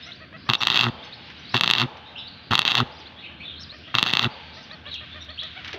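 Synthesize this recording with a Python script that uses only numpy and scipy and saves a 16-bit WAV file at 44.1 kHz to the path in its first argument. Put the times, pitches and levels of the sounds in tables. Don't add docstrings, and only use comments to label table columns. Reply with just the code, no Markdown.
import sys
import numpy as np
from scipy import signal
from scipy.fft import rfft, irfft
from scipy.io import wavfile
from scipy.ndimage import uniform_filter1d

SR = 44100
rng = np.random.default_rng(int(sys.argv[2]) if len(sys.argv) > 2 else 0)


def pcm_store(signal):
    levels = np.round(np.clip(np.atleast_2d(signal), -1, 1) * 32767)
    wavfile.write(sys.argv[1], SR, levels.astype(np.int16).T)


N = 254898
TIME = np.arange(N) / SR
HALF_CYCLE_HZ = 119.925


def undb(db):
    return 10 ** (np.asarray(db) / 20)

def unit(x):
    return x / np.sqrt(np.mean(x ** 2))

def contour(points):
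    return np.interp(TIME, *np.transpose(points))

def band(x, lo_hz, hi_hz, order=2):
    return signal.sosfilt(signal.butter(order, [lo_hz, hi_hz], "band", fs=SR, output="sos"), x)

def noise_band(lo_hz, hi_hz, order=2):
    return unit(band(rng.standard_normal(N), lo_hz, hi_hz, order))

def colour(x, points, size=4096):
    hz, db = np.transpose(points)
    bin_hz = np.arange(size // 2 + 1) * SR / size + 1
    gain = undb(np.interp(np.log(bin_hz), np.log(hz), db))
    cepstrum = irfft(np.log(gain))
    cepstrum[1:size // 2] *= 2
    cepstrum[size // 2 + 1:] = 0
    return signal.fftconvolve(x, irfft(np.exp(rfft(cepstrum))))[:N]

def wander(rate_hz):
    step = int(SR / rate_hz)
    return uniform_filter1d(np.repeat(rng.standard_normal(N // step + 1), step), step)[:N]

def reverberation(x, t60_s):
    age = np.arange(int(SR * 1.2)) / SR
    echoes = rng.standard_normal(len(age)) * 1000 ** (-age / t60_s) * np.clip(age / .004, 0, 1)
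    return signal.fftconvolve(x, echoes / np.sqrt(np.sum(echoes ** 2)))[:N]

def glide(hz, db, harmonics=((1, 0),)):
    phase = 2 * np.pi * np.cumsum(hz) / SR
    envelope = np.sin(np.pi * np.linspace(0, 1, len(hz)) ** .76) ** .42
    return undb(db) * envelope * sum(undb(gain_db) * np.sin(k * phase) for k, gain_db in harmonics)

def impulses(times_s, db):
    out = np.zeros(N)
    out[(times_s * SR).astype(int)] = undb(db)
    return out


# time in seconds, level of the engine in dB.
ENGINE_LEVEL = [(0, -55.5), (1.2, -60), (2.6, -61.5), (3.5, -54), (4.3, -55.5), (5.4, -51)]

def far_engine(hz=79.7):
    return noise_band(hz - 6, hz + 6) * undb(contour(ENGINE_LEVEL))

# frequency in Hz, relative spectral density of the yard's noise in dB.
YARD_SPECTRUM = [(30, -10), (60, -8.5), (80, -3.5), (110, 0), (250, -1), (450, -18.5), (650, -15),
                 (850, -20), (1500, -13), (2500, -11.5), (3500, -11), (4600, -24), (6500, -43),
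                 (8000, -77.5), (16000, -63.5)]
# time in seconds, level of the hiss in dB.
HISS_LEVEL = [(0, -43), (.2, -52), (.46, -54.5), (.95, -47), (1.4, -47), (2.15, -49.5), (2.48, -53),
              (2.9, -45.5), (3.3, -53), (3.77, -52.5), (3.9, -47), (4.32, -44.5), (4.74, -50.5),
              (5.12, -48), (5.4, -48), (5.62, -43)]

def yard():
    low, mid, upper, high = (colour(rng.standard_normal(N), YARD_SPECTRUM) for _ in range(4))
    rumble = unit(band(low, 20, 300, order=1)) * undb(-51.5 + 2 * wander(6))
    engine = far_engine()
    murmur = band(mid, 300, 680, order=4) * undb(4 * wander(7))
    murmur += band(upper, 930, 1750, order=4) * undb(2.5 * wander(7))
    hiss = unit(band(high, 1700, 18000, order=1)) * undb(contour(HISS_LEVEL) + 1.5 * wander(20))
    return rumble + engine + undb(-55) * unit(murmur) + hiss

def far_flock(count=110, samples=1800):
    calls = np.zeros(N)
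    for when, pitch, bend, distance in rng.random((count, 4)):
        hz = (2231 + 2522 * pitch) * (1 + .5 * (bend - .3) * np.linspace(-1, 1, samples))
        start = int(when * (N - samples))
        calls[start:start + samples] += glide(hz, -44.95 - 10 * distance)
    return reverberation(calls, t60_s=.88)

# multiple of the half-cycle rate, rms level in dB.
CORE_HARMONICS = [(4, -70), (6, -67.5), (13, -63.5)]

def transformer():
    return sum(np.sqrt(2) * undb(db + 2 * wander(24)) * np.sin(2 * np.pi * k * HALF_CYCLE_HZ * TIME)
               for k, db in CORE_HARMONICS)

# start in seconds, initial level before filtering in dB, pitch in Hz.
GROUND_SCUFFS = [(1.034, -36.5, 2520), (1.301, -34, 2440), (1.969, -37, 3000), (3.785, -48, 7000),
                 (4.717, -48, 4960), (4.925, -47, 5480), (4.94, -29.5, 4640), (4.959, -42, 5000),
                 (5.246, -38, 5500), (5.3, -52, 6500), (5.373, -52, 5000), (5.433, -33.5, 5000),
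                 (5.646, -29, 2800), (5.654, -29, 2250), (5.676, -25.5, 2550), (5.69, -33.5, 1780),
                 (5.705, -35, 3200), (5.73, -25, 2850), (5.741, -28, 2800), (5.739, -39.5, 475),
                 (5.761, -38, 2500)]

def scuffs(samples=4000, cycles_to_fade=210):
    out = np.zeros(N)
    shape = (len(GROUND_SCUFFS), samples)
    grits = rng.standard_normal(shape) * undb(3.5 * np.minimum(rng.exponential(size=shape), 5))
    age = np.arange(samples) / SR
    for (start_s, db, hz), grit in zip(GROUND_SCUFFS, grits):
        start = int(start_s * SR)
        burst = unit(band(grit, hz / 1.7, hz * 1.5)) * 1000 ** (-age * hz / cycles_to_fade)
        out[start:start + samples] += undb(db) * burst[:N - start]
    return colour(out, [(100, 9.5), (6000, -8.5), (8000, -37.5), (12000, -14), (17000, -27)])

# start in seconds, highest pitch in Hz, level in dB.
HEN_CLUCKS = [(.063, 712, -44), (.2, 642, -47.5), (.327, 653, -45), (.461, 623, -47), (3.173, 647, -53),
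              (3.294, 601, -55), (3.434, 650, -58), (3.576, 588, -58), (3.72, 627, -49), (3.873, 667, -48),
              (4.566, 669, -49), (4.707, 642, -45.5), (4.854, 593, -45), (5.0, 623, -47), (5.141, 629, -46),
              (5.283, 636, -46), (5.418, 639, -45), (5.557, 754, -41)]
# harmonic number, gain of the hen's throat in dB.
HEN_HARMONICS = [(1, -3.5), (2, -2.5), (3, 0.5), (4, -4), (5, -10)]

def hen(rasp, waver, cluck_s=.0536):
    out = np.zeros(N)
    progress = np.linspace(0, 1, int(cluck_s * SR))
    for start_s, top_hz, db in HEN_CLUCKS:
        at = int(start_s * SR) + np.arange(len(progress))
        hz = top_hz * (1 - .5 * (progress - .52) ** 2 + .02 * waver[at])
        out[at] += glide(hz, db, HEN_HARMONICS) * (1 + .6 * rasp[at])
    return out

# start in seconds, length in seconds, first and last pitch in Hz, relative level in dB,
# distance from 0 (near) to 1 (far).
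SPARROW_CHIRPS = [(0, .063, 3295, 3870, -52.5, 0.68), (0.026, 0.03, 5070, 4980, -51, .07),
                  (0.048, 0.028, 5100, 6150, -53, 0.18), (0.112, 0.024, 3050, 4370, -39.5, 0),
                  (.139, 0.027, 3260, 5100, -49, 0), (0.582, 0.015, 5800, 5600, -48, 0.45),
                  (1.028, 0.015, 3410, 3830, -41, 0.15), (1.039, 0.029, 5050, 5000, -56, .05),
                  (1.043, 0.017, 6050, 5900, -59, 0.13), (1.14, .025, 5100, 5100, -58, .05),
                  (1.376, 0.028, 4650, 5870, -58, .3), (1.122, 0.027, 3380, 4490, -41, 0.17),
                  (1.446, 0.022, 3560, 4200, -44, 0.3), (1.468, 0.036, 3750, 5400, -53, 0.98),
                  (1.507, .03, 3610, 4100, -46, .5), (1.51, 0.033, 4990, 5600, -52, .3),
                  (2.061, 0.021, 3580, 4150, -47, 0.43), (2.155, 0.042, 2590, 3930, -37.5, 0.65),
                  (2.171, .05, 5500, 4130, -54.5, 0.22), (2.265, 0.025, 3500, 4740, -40.5, 0.28),
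                  (2.27, .044, 4560, 4320, -56, 0), (2.893, 0.059, 2850, 5950, -58, 0.44),
                  (2.963, 0.029, 3500, 5260, -51.5, 0.1), (2.996, 0.027, 5200, 3900, -51, 0.26),
                  (2.99, .022, 6100, 5300, -59.5, 0), (3.051, 0.036, 2870, 4530, -45.5, 0),
                  (3.162, 0.054, 3225, 3910, -52, 1), (3.217, 0.052, 2442, 2190, -46.5, 0.83),
                  (3.238, 0.053, 2700, 2920, -44, 0.37), (3.401, 0.059, 2166, 3990, -40, 0.63),
                  (3.46, 0.053, 3670, 2860, -45, 0.75), (3.55, 0.044, 3514, 4130, -47, .57),
                  (3.596, 0.044, 4980, 5340, -45, 0), (3.603, 0.033, 5900, 6000, -58, 0),
                  (3.626, 0.029, 5600, 3005, -46, 0.23), (3.692, 0.032, 3470, 4340, -40, 0.04),
                  (3.827, 0.0615, 2485, 3635, -51.5, 0.65), (4.292, 0.064, 4270, 4320, -55, .5),
                  (4.498, 0.092, 3674, 3530, -56.5, 0.85), (4.56, 0.024, 3550, 5180, -50, 0.2),
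                  (4.627, 0.028, 5170, 4000, -53, .2), (4.628, 0.024, 6000, 5500, -61.5, 0.07),
                  (4.703, 0.023, 3070, 4500, -44, 0), (4.729, 0.021, 4480, 4200, -45, 0),
                  (4.851, .03, 2405, 4100, -41, 0.42), (4.874, 0.041, 4040, 4170, -49, 0.57),
                  (4.909, 0.06, 4166, 2407, -34, 0.4), (5.102, 0.043, 3170, 3590, -42.5, 0.3),
                  (5.198, 0.031, 3360, 3810, -41, 0.29), (5.208, 0.035, 5680, 5360, -54.5, 0.07),
                  (5.288, 0.021, 2880, 4570, -40, 0.28), (5.376, 0.039, 2577, 4340, -33, 0.44),
                  (5.428, 0.017, 3500, 3460, -46, 0.67)]

def sparrows(rasp, waver, arch_per_s=1.1, gain_db=3):
    direct, to_walls = np.zeros(N), np.zeros(N)
    for start_s, length_s, first_hz, last_hz, db, distance in SPARROW_CHIRPS:
        progress = np.linspace(0, 1, int(length_s * SR))
        at = int(start_s * SR) + np.arange(len(progress))
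        arch = 1 + arch_per_s * length_s * (1 - (2 * progress - 1) ** 2)
        hz = (first_hz + (last_hz - first_hz) * progress) * arch
        hz *= 1 + (.012 + .035 * distance) * waver[at]
        call = glide(hz, db + gain_db) * (1 + .6 * (1 + distance) * rasp[at])
        direct[at] += (1 - .5 * distance) * call
        to_walls[at] += (.043 + 1.15 * distance) * call
    return direct, to_walls

def birds():
    rasp, waver = wander(500), wander(250)
    chirps, to_walls = sparrows(rasp, waver)
    clucks = hen(rasp, waver)
    return chirps + clucks + undb(6) * reverberation(to_walls + .033 * clucks, t60_s=.45)

# time in seconds, approximate peak level in dB.
GAS_PUFFS = [(0.5358, -20), (.6709, -25), (.774, -33), (1.544, -38), (1.6105, -13), (1.6352, -12.5),
             (1.677, -12.5), (1.699, -19), (1.817, -34), (2.535, -12.5), (2.6521, -20), (2.7113, -22),
             (2.7526, -19), (4.0294, -14), (4.1353, -10), (4.1709, -26), (4.2392, -26)]

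def gas_puffs(makeup_db=33.5):
    return undb(makeup_db) * band(impulses(*np.transpose(GAS_PUFFS)), 130, 207, order=1)

# time in seconds, relative level of the crack in dB, relative level of the thud in dB.
DROP_SHORTS = [(0.4905, -15, -11), (.4996, 0.5, -13), (0.516, -18, -15), (0.5353, 0.5, -18),
               (0.5446, -10, -41), (0.5523, -11, -30), (.606, -16, -22), (.617, -8, -25),
               (0.6258, -6.5, -12.5), (0.6337, -2, -20), (0.6525, -11, -44), (.6709, 2.5, -12),
               (.6832, -9, -40), (.7017, -1, -15), (0.7449, -4.5, -25), (0.7583, -3, -31),
               (0.7651, -4.5, -24), (.774, 0.5, -27), (.7842, -20, -18), (.7937, -24, -23),
               (0.8106, 0.5, -17), (.834, -5, -11), (0.841, -3.5, -15), (0.8666, -17, -8.5),
               (1.5423, -31, -7), (1.5578, -13, -34), (1.567, -3, -31), (1.5764, -7.5, -37),
               (1.6103, 2, -18), (1.6358, -0.5, -19), (1.643, -3.5, -11), (1.677, 0.5, -21),
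               (1.701, 0, -34), (1.7112, 2, -21), (1.736, 1, -31), (1.7507, -31, -14), (1.7832, -3, -39),
               (1.799, -4, -40), (1.8077, -6, -24), (1.8166, -2, -9.5), (2.5177, -7, -14),
               (2.5257, -28, -5), (2.5343, -4, -2.5), (2.5422, -10, -18), (2.5538, 2, -13),
               (2.5785, -5.5, -22), (2.5863, -16, -12.5), (2.592, 3.5, -10), (2.618, -5, -30),
               (2.6522, -1.5, -30), (2.6662, -11, -37), (2.6783, -3.5, -35), (2.706, -10, -26),
               (2.7117, -5.5, -40), (2.7182, -3.5, -34), (2.753, 1, -36), (2.771, -7.5, -35),
               (2.7849, -5, -16), (2.7932, -14, -17), (2.8028, -5, -7), (3.9426, -40, -10.5),
               (3.9519, 1, -10), (3.985, 1.5, -12), (3.9934, -5.5, -29), (4.0281, 2.5, -17),
               (4.039, -10, -44), (4.0638, -9, -13), (4.1361, 0.5, -32), (4.1521, -7, -30),
               (4.1707, 1, -20), (4.1939, 0, -31), (4.2395, -34, -21)]

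def snaps(crack_gain_db=12.5, thud_gain_db=28):
    times_s, crack_db, thud_db = np.transpose(DROP_SHORTS)
    crack = impulses(times_s, crack_db + crack_gain_db)
    thud = band(impulses(times_s, thud_db + thud_gain_db), 680, 1450)
    return -(crack + thud)

# strike in seconds, break in seconds, hum at the strike in dB, hum before the break in dB,
# seconds before the break at which the rod pulls away.
WELD_RUNS = [(.488, .9, -27.5, -22, .045), (1.54, 1.861, -24.5, -24.5, .045),
             (2.507, 2.832, -24.5, -24.5, .05), (3.941, 4.277, -31, -25, .032)]
# time the arc dies in seconds, time it relights in seconds.
ARC_DROPOUTS = [(0.557, .605), (2.634, 2.651)]
# time in seconds, level of the sizzle in dB.
SIZZLE_LEVEL = [(.488, -17), (.52, -33.5), (.556, -15.5), (.62, -27), (.667, -31.5), (.707, -23),
                (.769, -19), (.813, -19.5), (.887, -34.5), (.905, -64), (1.54, -14), (1.59, -31),
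                (1.69, -24), (1.726, -27.5), (1.8, -22), (1.834, -25.5), (1.865, -69), (2.506, -25.5),
                (2.572, -29.5), (2.636, -25), (2.685, -19), (2.733, -27), (2.775, -18.5), (2.813, -27.5),
                (2.84, -51), (3.942, -25.5), (4.0, -24.5), (4.036, -36), (4.06, -19.5), (4.138, -27),
                (4.174, -27.5), (4.24, -20.5), (4.278, -45)]

def arc_envelopes(burn_db=-47.5):
    lit, hum_level = np.zeros(N), np.zeros(N)
    for strike_s, break_s, strike_db, break_db, lead_s in WELD_RUNS:
        at = (TIME >= strike_s) & (TIME < break_s)
        lit[at] = 1
        strike = undb(strike_db) * np.exp(-((TIME[at] - strike_s - .011) / .02) ** 2)
        pull_away = undb(break_db) / (1 + np.exp((break_s - lead_s - TIME[at]) / .013))
        hum_level[at] = undb(burn_db) + strike + pull_away
    for out_s, relit_s in ARC_DROPOUTS:
        lit[(TIME >= out_s) & (TIME < relit_s)] = 0
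    return uniform_filter1d([lit * undb(contour(SIZZLE_LEVEL)), lit * hum_level], size=128)

def far_echoes(db=-46.5, t60_s=2.22, frame_hz=851):
    level = sum((TIME > strike_s) * undb(db - 60 * np.maximum(TIME - break_s, 0) / t60_s)
                for strike_s, break_s, *_ in WELD_RUNS)
    ring = undb(-3) * noise_band(frame_hz - 40, frame_hz + 40)
    wash = noise_band(413, 1184, order=3) * undb(2.3 * wander(12))
    return level * (wash + ring)

# multiple of the half-cycle rate, relative level in dB.
HUM_HARMONICS = [(1, 4.5), (2, 0), (3, -6), (4, -17.5)]

def arc_hum(level, lag_turns=.43):
    phase = 2 * np.pi * (HALF_CYCLE_HZ * TIME - lag_turns)
    tone = unit(sum(undb(db) * np.cos(k * (phase + .6 * wander(25))) for k, db in HUM_HARMONICS))
    return level * undb(2 * wander(60)) * tone

def arc_crackle(sizzle_level, hum_level, lag_turns=.16):
    turns = HALF_CYCLE_HZ * TIME - lag_turns + .07 * wander(100)
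    nearest_crest = np.floor(turns + .5).astype(int) + 1
    strengths = undb(2.5 * rng.standard_normal(int(turns[-1]) + 3))
    flare = unit(strengths[nearest_crest] * (.2 + np.cos(np.pi * turns) ** 4))
    spit = undb(4 * np.minimum(rng.exponential(size=N), 6))
    sizzle = sizzle_level * unit(spit * rng.standard_normal(N))
    flutter_level = undb(-12) * sizzle_level + undb(.5) * np.sqrt(np.abs(hum_level * sizzle_level))
    return flare * (sizzle + flutter_level * noise_band(367, 1274))

# frequency in Hz, gain of the air path and microphone port in dB.
PORT_RESPONSE = [(60, -20), (150, -1), (400, -6), (510, -22), (900, -4), (1500, -2.5), (2250, 0.5),
                 (2410, -9), (2720, 13), (3020, 2), (3400, 10.5), (4400, 0.5), (5200, -13.5), (6300, -16),
                 (7500, -30), (9500, -44.5), (13000, -29), (17000, -50.5)]

def microphone_port(x, resonance_hz=3000, pole_radius=.75):
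    cosine = np.cos(2 * np.pi * resonance_hz / SR)
    denominator = [1, -2 * pole_radius * cosine, pole_radius ** 2]
    delayed = signal.lfilter(denominator[::-1], denominator, x)
    return colour(delayed, PORT_RESPONSE)

def scene(ground_delay_s=.0016):
    sizzle_level, hum_level = arc_envelopes()
    direct = arc_crackle(sizzle_level, hum_level) + snaps()
    off_ground = undb(-12) * np.roll(direct, int(ground_delay_s * SR))
    welding = microphone_port(direct + off_ground) + arc_hum(hum_level) + gas_puffs()
    off_walls = undb(-22) * reverberation(welding, t60_s=.45)
    background = transformer() + birds() + scuffs() + yard() + far_echoes() + far_flock()
    return (welding + off_walls + background)[None]

def record(dry, low_hz=50, top_hz=16400):
    noisy = dry + undb(-87) * rng.standard_normal(N)
    high_pass = signal.butter(3, low_hz, "high", fs=SR, output="sos")
    low_pass = signal.ellip(8, .2, 70, top_hz, fs=SR, output="sos")
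    clipped = np.clip(signal.sosfilt(high_pass, noisy), -1, 1)
    return signal.sosfilt(low_pass, clipped)


dry = scene()
out = record(dry)
pcm_store(out)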